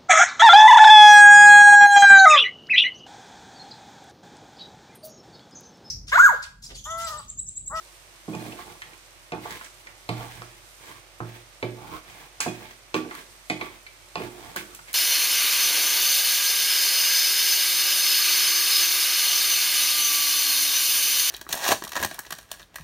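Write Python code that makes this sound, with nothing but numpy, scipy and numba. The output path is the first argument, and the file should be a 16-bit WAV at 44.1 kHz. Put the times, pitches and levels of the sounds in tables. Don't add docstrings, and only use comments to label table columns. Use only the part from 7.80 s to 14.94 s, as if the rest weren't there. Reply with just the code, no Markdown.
import sys
import numpy as np
from scipy import signal
from scipy.fft import rfft, irfft
from scipy.io import wavfile
from scipy.ndimage import uniform_filter1d
from numba import njit

SR = 44100
rng = np.random.default_rng(int(sys.argv[2]) if len(sys.argv) > 2 else 0)


def log_audio(samples):
    frames = np.atleast_2d(samples).T
    limited = np.clip(frames, -1, 1)
    pcm = np.round(limited * 32767).astype(np.int16)
    wavfile.write(sys.argv[1], SR, pcm)


def boost_factor(decibels):
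    exponent = np.asarray(decibels, float) / 20
    return 10 ** exponent


N = 314874
TIME = np.arange(N) / SR

# start_s, wall_db, hob_rel_db, base_rel_db, wall_pitch_hz
MIDDLE_BLOWS = [
    (2.29, -20, -5, -7, 734),
    (2.575, -46.5, 4, -28, 649),
    (3.403, -29.5, -2, -3.5, 574),
    (3.828, -20.5, -7.5, -2, 513),
    (6.419, -32, -7.5, -2, 730),
    (6.989, -54, -3, -27, 1230),
]
# start_s, wall_db, hob_rel_db, base_rel_db, wall_pitch_hz
EDGE_BLOWS = [(0.48, -32, 1, 6, 720), (0.529, -34, -16, 5, 800), (0.545, -27.5, -2, -21, 820),
              (0.662, -43, 1.5, 10, 646), (1.521, -25, -9.5, -1, 685), (4.662, -17.5, -13, -5.5, 690),
              (4.808, -37.5, -20.5, -4, 577), (5.143, -17, -15, -3, 1140), (5.7, -21.5, -10.5, -3, 711),
              (5.811, -25, -25, -7.5, 1160), (6.356, -19, -17.5, -14.5, 855), (6.399, -30, -15, 3, 1080),
              (6.759, -31.5, -10, -3, 960)]
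# start_s, wall_db, base_rel_db, wall_pitch_hz
BUMPS = [
    (0.61, -35, 1.5, 528),
    (0.73, -34, -5.5, 540),
    (0.789, -31.5, -38, 1080),
    (1.655, -24.5, -31, 950),
    (1.804, -45, -30, 1210),
    (2.616, -36, -10.5, 493),
    (4.602, -23, -27, 1400),
    (5.249, -38.5, 5, 1160),
    (5.312, -28.5, -38, 1460),
    (6.81, -41.5, -4, 1010),
]
MIDDLE_HZ, EDGE_HZ, BUMP_HOB_DB = 132, 188.4, -61
# pitch_hz, level_db, fade60_s
HOB_MODES = [(119.2, 0.5, 0.5), (166.7, 2.5, 0.19), (201, -3.5, 0.33)]
# pitch_hz, level_db, fade60_s
BASE_MODES = [(246, -24.5, 0.54), (312.5, -3, 0.3), (359.3, -2.5, 0.52), (413.3, -15, 0.31)]
# pitch_hz, level_db, fade60_s
WALL_MODES = [(489, 11, 0.045), (613, -10.5, 0.33), (646, -4, 0.2), (711, 6.5, 0.088), (767, -7, 0.3),
              (875, 0, 0.14), (918, 10.5, 0.027), (1080, 5, 0.081), (1153, 0, 0.17), (1405, 16, 0.015)]

# start_s, level_db, pitch_hz, snap_rel_db
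TICKS = [(0.722, -30, 2677, -12), (1.0195, -23, 1900, -2), (1.132, -38, 2350, -15), (1.5206, -24, 2410, -4),
         (1.8114, -27, 1450, -18), (2.0703, -29, 2050, -8), (2.6195, -26, 1300, -4),
         (3.4035, -21, 1180, -25), (3.8269, -17.5, 2330, -12), (5.3098, -26, 2100, -10),
         (5.8117, -17, 2280, -20), (6.0656, -30, 2300, -18), (6.3556, -20, 2700, 3),
         (6.4188, -26, 2350, -15), (6.9905, -33, 1460, -16), (7.0837, -31, 2200, -16)]
# start_s, level_db, pitch_hz, crack_rel_db, crack_top_rel_db
CRACKS = [(0.5495, -32, 2580, 1, -19), (1.707, -31, 1940, 1.5, -6), (1.7517, -32, 2360, -26, -6),
          (1.8444, -44.5, 1970, 13, -14), (2.0013, -51, 2600, -32, 14), (2.29, -18, 2394, -14, -12),
          (4.299, -37.5, 2450, -4, -23), (4.6041, -19, 2550, 12.5, -27), (4.9092, -35.5, 1940, -4.5, -21),
          (5.1426, -14.5, 2540, -9, -22), (5.351, -28, 1640, -31, -2), (5.699, -13, 2240, -11, -45),
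          (6.7614, -17.5, 1530, -5, -1), (6.948, -37, 2570, 8, 11), (7.1304, -36, 4050, -2, 21.5)]
TAP_CRACK_DB, TAP_TOP_DB = -26, -38
SNAP_DB, SNAP_S, SNAP_HZ = -2, .0008, 5800
# share_of_tap_pitch, level_db, fade60_s
WOOD_MODES = [(.78, -9, .022), (.92, -3, .035), (1, 0, .042), (1.09, -4, .035), (1.28, -9, .022),
              (1.5, -13, .015)]
# pitch_hz, level_db, fade60_s
SHELL_MODES = [(5200, -4, .015), (5900, -3, .025), (6600, 0, .035), (7300, -3, .03), (8100, -5, .02)]
# pitch_hz, level_db, fade60_s
CHIP_MODES = [(9500, 0, .006), (12500, -2, .005)]

# start_s, level_db, upper_modes_rel_db
PINGS = [
    (0.5324, -33.5, -18),
    (0.5999, -39, -1),
    (1.5197, -32, -31),
    (4.61, -24, 0),
    (4.6793, -26.5, -30),
    (5.1443, -24, -38),
    (5.7027, -24, -31),
    (6.3684, -29, -26),
]
# pitch_hz, level_db, fade60_s
RIM_MODES = [(2483, 0, .095), (3365, -11, .08), (4177, -2, .12)]

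# start_s, length_s, rumble_db, rasp_db, hollow_under_blade_hz
STROKES = [(0.0, 0.21, -73, -73, 970), (0.48, 0.32, -47, -47.5, 690), (0.76, 0.09, -41.5, -41.5, 990),
           (0.828, 0.17, -46, -50.5, 785), (1.017, 0.18, -54, -57.5, 850), (1.591, 0.22, -40.5, -40, 900),
           (1.789, 0.096, -49.5, -46.5, 1130), (2.046, 0.093, -54, -62, 910),
           (2.286, 0.26, -42.5, -45.5, 720), (2.447, 0.24, -52, -48.5, 795), (2.622, 0.2, -59, -55, 850),
           (2.98, 0.24, -48, -48.5, 926), (3.418, 0.22, -56, -52, 684), (3.942, 0.24, -42.5, -48.5, 760),
           (4.107, 0.1, -36.5, -44, 1050), (4.23, 0.27, -50.5, -49, 750), (4.658, 0.32, -52.5, -48.5, 705),
           (5.273, 0.17, -49.5, -47, 930), (5.787, 0.11, -40.5, -45, 910), (5.862, 0.14, -54, -53.5, 880),
           (6.337, 0.21, -45, -46.5, 796), (6.51, 0.31, -46.5, -48, 710), (6.85, .15, -50, -56, 1200),
           (7.065, .14, -59, -52, 1100)]
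# start_s, rumble_db, rasp_db
SKIDS = [
    (.49, -47, -50),
    (1.532, -32.5, -56),
    (3.411, -43, -66),
    (3.84, -64, -47.5),
    (4.609, -39.5, -27),
    (5.15, -60, -37.5),
    (5.711, -54, -46),
    (6.768, -63, -32),
]
SKID_FADE60_S, SWELL, HOLLOW_GLIDE = 0.22, 0.89, 0.19
REST_DB, REST_HZ = -70, 770
SQUEAL_HZ, SQUEAL_SAG_HZ, PRESSED_DB = 2300, 350, -42
LIFT_DB_PER_OCTAVE = 7
# pitch_hz, level_db
RASP_TONE = [(1200, -18.5), (1600, 14.5), (2300, -1), (3200, 6), (4500, -1), (7000, -7.5)]

# start_s, level_db
FRYING = [(0.0, -54.5), (0.34, -58), (0.69, -52.5), (1.11, -57.5), (1.53, -59.5), (1.77, -54),
          (2.13, -59.5), (2.5, -54), (2.76, -57.5), (3.06, -54.5), (3.24, -59.5), (4.26, -58.5),
          (5.19, -59.5), (5.37, -54), (5.7, -57.5), (6.18, -58.5), (6.56, -54.5), (7.14, -55)]
# pitch_hz, level_db
SIZZLE_TONE = [(1470, -18), (2500, -42), (2830, -14), (3520, -4.5), (6970, -7), (8940, -5.5), (10800, -10),
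               (14900, -10), (16000, -33)]
# pitch_hz, level_db
AIR_TONE = [(18, -42), (30, -20), (62, -32), (91, 3), (123, -1.5), (239, -19), (359, -1), (409, -11),
            (575, -2), (728, -6.5), (864, -5.5), (1220, -4.5), (1680, -6), (2120, -4), (5000, -12),
            (6500, -11.5), (11000, -120)]
FAN_HZ, FAN_DB, AIR_DB = 47.7, -61.5, -53
# pitch_hz, level_db
ROOM_TONE = [(60, -12), (300, -4), (1000, -2), (3000, -1), (8000, -1), (16000, -6)]

# pitch_hz, lag_radians
PORT_LAG = [(0, 0), (430, .2), (1030, 1.0), (1640, 2.9), (16000, 27.4), (22050, 37.7)]
# pitch_hz, share
PORT_ALIKE = [(30, 0.3), (130, 0.79), (300, 0.93), (800, 0.87), (3000, 0.059), (16000, 0.028)]
# pitch_hz, level_db
PORT_TILT = [(30, -4), (150, -2.5), (400, -3), (1500, -1.5), (5000, -1.5), (9000, -2.5), (13000, 2)]
TOP_HZ = 15850


def knocks():
    out = np.zeros(N)
    blows = [(*row, MIDDLE_HZ) for row in MIDDLE_BLOWS] + [(*row, EDGE_HZ) for row in EDGE_BLOWS]
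    blows += [(s, db, BUMP_HOB_DB, base_db, hz, EDGE_HZ) for s, db, base_db, hz in BUMPS]
    for s, db, *place in blows:
        add(out, s, boost_factor(db) * pan_blow(*place))
    taps = [(*row, SNAP_DB) for row in CRACKS]
    taps += [(s, db, hz, TAP_CRACK_DB, TAP_TOP_DB, snap_db) for s, db, hz, snap_db in TICKS]
    for s, db, *contact in taps:
        add(out, s, boost_factor(db) * tap(*contact))
    for s, db, upper_db in PINGS:
        add(out, s, boost_factor(db) * rim_ping(upper_db))
    return out


def pan_blow(hob_db, base_db, wall_hz, hob_hz):
    hob = struck(favour(HOB_MODES, hob_hz, 16), rise_s=.008, detune=.01,
                 crack_db=-8, crack_s=.012, scatter_db=1)
    base = struck(BASE_MODES, rise_s=0.0076, detune=0.0033, crack_db=2, crack_s=0.016)
    wall = struck(favour(WALL_MODES, wall_hz, 12), rise_s=.0007, detune=.003,
                  crack_db=-6, crack_s=.006, scatter_db=1.5)
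    return boost_factor(hob_db) * hob + boost_factor(base_db) * base + wall


def tap(hz, crack_db, top_db, snap_db):
    modes = [(share * hz, db, t60) for share, db, t60 in WOOD_MODES]
    wood = struck(modes, rise_s=.0003, detune=.01, crack_db=-5, crack_s=.0045, scatter_db=1)
    shell = struck(SHELL_MODES, rise_s=.0002, detune=.01, crack_db=7, crack_s=.004)
    chip = struck(CHIP_MODES, rise_s=.0002, detune=.05, crack_db=9, crack_s=.002)
    return wood + boost_factor(snap_db) * snap() + boost_factor(crack_db) * shell + boost_factor(top_db) * chip


def snap():
    t = TIME[:SR // 2]
    burst = rng.standard_normal(len(t)) * np.exp(-t / SNAP_S)
    burst = signal.sosfilt(signal.butter(3, [1500, SNAP_HZ], "band", fs=SR, output="sos"), burst)
    return burst / abs(burst).max()


def rim_ping(upper_db):
    rim = RIM_MODES[:2] + [(hz, db + upper_db, t60) for hz, db, t60 in RIM_MODES[2:]]
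    return struck(rim, rise_s=.002, detune=.002, crack_db=-14, crack_s=.006, scatter_db=1)


def struck(modes, rise_s, detune, crack_db, crack_s, scatter_db=7.5):
    t = TIME[:SR // 2]
    hz, db, t60 = np.transpose(modes)[:, :, None]
    level_luck, pitch_luck, phase_luck = rng.standard_normal((3, len(modes), 1))
    fading = boost_factor(db + scatter_db * level_luck - 60 * t / t60)
    tones = fading * np.sin(2 * np.pi * hz * (1 + detune * pitch_luck) * t + 0.21 * phase_luck)
    tones = tones.sum(0) * (1 - np.exp(-t / rise_s))
    contact = np.exp(-t / crack_s) + .3 * np.exp(-t / (6 * crack_s))
    sos = signal.butter(3, [.8 * hz.min(), 1.25 * hz.max()], "band", fs=SR, output="sos")
    crack = signal.sosfilt(sos, rng.standard_normal(len(t)) * contact)
    both = tones / abs(tones).max() + boost_factor(crack_db) * crack / abs(crack).max()
    return both / abs(both).max()


def favour(modes, hz, db_per_octave):
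    return [(f, db - db_per_octave * abs(np.log2(f / hz)), t60) for f, db, t60 in modes]


def scrape(rumble_db, rasp_db, hollow_hz, edge_hz):
    judder = boost_factor(2 * walk(45))
    slips = np.array([judder * clicks(4000, 2.5) for _ in range(3)])
    hollow = np.array([sweep(sweep(x, hollow_hz, .35), hollow_hz, .4) for x in slips])
    edge = np.array([sweep(sweep(x, edge_hz, .3), edge_hz, .4) for x in slips])
    body = unit(ring(slips, BASE_MODES + WALL_MODES, shorten=0.59))
    body = body + boost_factor(-13.0) * unit(ring(slips, HOB_MODES, shorten=1.0))
    body_db = -1.0 - LIFT_DB_PER_OCTAVE * np.log2(hollow_hz / REST_HZ)
    rumble = boost_factor(body_db) * body + boost_factor(-7.5) * unit(hollow)
    rasp = boost_factor(1) * unit(colour(slips, RASP_TONE)) + boost_factor(-6.5) * unit(edge)
    return boost_factor(rumble_db) * rumble + boost_factor(rasp_db) * rasp


def hand():
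    rest = boost_factor(REST_DB) ** 2
    power = np.full((2, N), rest)
    weight, hollow = np.full(N, rest), np.full(N, REST_HZ * rest)
    for s, length, rumble_db, rasp_db, hz in STROKES:
        along = np.clip((TIME - s) / length, 0, 1)
        swell = np.abs(np.sin(np.pi * along)) ** (2 * SWELL)
        power += boost_factor(np.array([[rumble_db], [rasp_db]])) ** 2 * swell
        pull = boost_factor(rumble_db) ** 2 * swell
        weight += pull
        hollow += pull * hz * (1 + HOLLOW_GLIDE * (along - .5))
    squeal = SQUEAL_HZ - SQUEAL_SAG_HZ * power[1] / (power[1] + boost_factor(PRESSED_DB) ** 2)
    for s, rumble_db, rasp_db in SKIDS:
        fade_db = 60 * np.maximum(TIME - s, 0) / SKID_FADE60_S
        power += (TIME > s) * boost_factor(np.array([[rumble_db], [rasp_db]]) - fade_db) ** 2
    rumble_db, rasp_db = 10 * np.log10(power)
    return rumble_db, rasp_db, hollow / weight, squeal


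def sizzle(sizzle_db):
    hiss = rng.standard_normal((3, N))
    bubbles = np.array([clicks(1500, 3.5) for _ in range(3)])
    spits = clicks(25, 3)
    fizz = unit(colour(hiss + boost_factor(-4) * bubbles + boost_factor(-20) * spits, SIZZLE_TONE))
    lower = signal.sosfilt(signal.butter(4, 8500, fs=SR, output="sos"), fizz)
    upper = signal.sosfilt(signal.butter(4, 8500, "high", fs=SR, output="sos"), fizz)
    return boost_factor(sizzle_db) * ports(boost_factor(walk(69)) * lower + boost_factor(walk(36)) * upper, focus=0.1)


def fan():
    turns = np.cumsum(FAN_HZ + .4 * walk(1.5)) / SR
    hum = np.sqrt(2) * boost_factor(FAN_DB + walk(4)) * np.sin(2 * np.pi * turns)
    air = boost_factor(AIR_DB + 0.22 * walk(2.55)) * unit(colour(rng.standard_normal((3, N)), AIR_TONE))
    return ports(air, focus=0.3) + hum


def kitchen(x, t60_low, t60_high):
    t = TIME[:SR // 2]
    noise = rng.standard_normal((3, len(t))) * (1 - np.exp(-t / 0.00043))
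    low = signal.lfilter([.15], [1, -.85], noise)
    tail = low * boost_factor(-60 * t / t60_low) + (noise - low) * boost_factor(-60 * t / t60_high)
    echo = signal.fftconvolve(x[None], tail / np.sqrt(SR / 100), axes=1)[:, :N]
    return ports(colour(echo, ROOM_TONE), focus=0.19)


def ports(x, focus):
    f = np.fft.rfftfreq(N, 1 / SR)
    hz, share = np.transpose(PORT_ALIKE)
    common = np.clip(np.interp(np.log(f + 1), np.log(hz), share) ** (1 / focus), 0, 1)
    shared, left, right = rfft(x)
    late = shared * np.exp(-1j * np.interp(f, *np.transpose(PORT_LAG)))
    both = np.sqrt(common) * np.array([shared, late])
    return irfft(both + np.sqrt(1 - common) * np.array([left, right]), N)


def add(out, s, sound):
    i = int(s * SR)
    out[i:i + len(sound)] += sound[:N - i]


def unit(x):
    return x / np.sqrt(np.mean(x ** 2))


def colour(x, shape):
    hz, db = np.transpose(shape)
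    f = np.maximum(np.fft.rfftfreq(x.shape[-1], 1 / SR), 1)
    return irfft(rfft(x) * boost_factor(np.interp(np.log(f), np.log(hz), db)), x.shape[-1])


def walk(rate):
    k = int(SR / rate)
    steps = np.repeat(rng.standard_normal(N // k + 1), k)
    return 1.3 * uniform_filter1d(uniform_filter1d(steps, k), k)[:N]


def clicks(per_s, spread_db):
    chance, size, sign = rng.random(N), rng.exponential(1, N), rng.standard_normal(N)
    return unit((chance < per_s / SR) * boost_factor(spread_db * np.minimum(size, 4)) * sign)


@njit
def sweep(x, hz, k):
    y, band, low = np.empty(len(x)), 0., 0.
    for i in range(len(x)):
        g = np.tan(np.pi * hz[i] / SR)
        v = (band + g * (x[i] - low)) / (1 + g * (g + k))
        band, low, y[i] = 2 * v - band, low + 2 * g * v, k * v
    return y


def ring(x, modes, shorten):
    out = 0
    for hz, db, t60 in modes:
        pole = np.exp(2j * np.pi * hz / SR - np.log(1000) / (shorten * t60 * SR))
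        out = out + boost_factor(db) * signal.lfilter([1], [1, -pole], x).imag
    return out


def scene():
    blows, drag = knocks(), scrape(*hand())
    silence = 0 * blows
    direct = ports(np.array([blows, silence, silence]), focus=4) + ports(drag, focus=0.28)
    room = kitchen(boost_factor(-9) * blows + boost_factor(-11) * drag[0], t60_low=.4, t60_high=.36)
    return direct + room + sizzle(np.interp(TIME, *np.transpose(FRYING))) + fan()


def band_limit(x):
    return signal.sosfilt(signal.butter(12, 16460, fs=SR, output="sos"), x)


def record(dry):
    left = colour(dry[0], PORT_TILT)
    right = colour(dry[1], [(hz, -db) for hz, db in PORT_TILT])
    top_cut = signal.ellip(10, .3, 60, TOP_HZ, fs=SR, output="sos")
    bass_cut = signal.butter(3, 38, "high", fs=SR, output="sos")
    mix = signal.sosfilt(np.vstack([top_cut, bass_cut]), [left, right])
    return band_limit(mix)


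dry = scene()
out = record(dry)
log_audio(out)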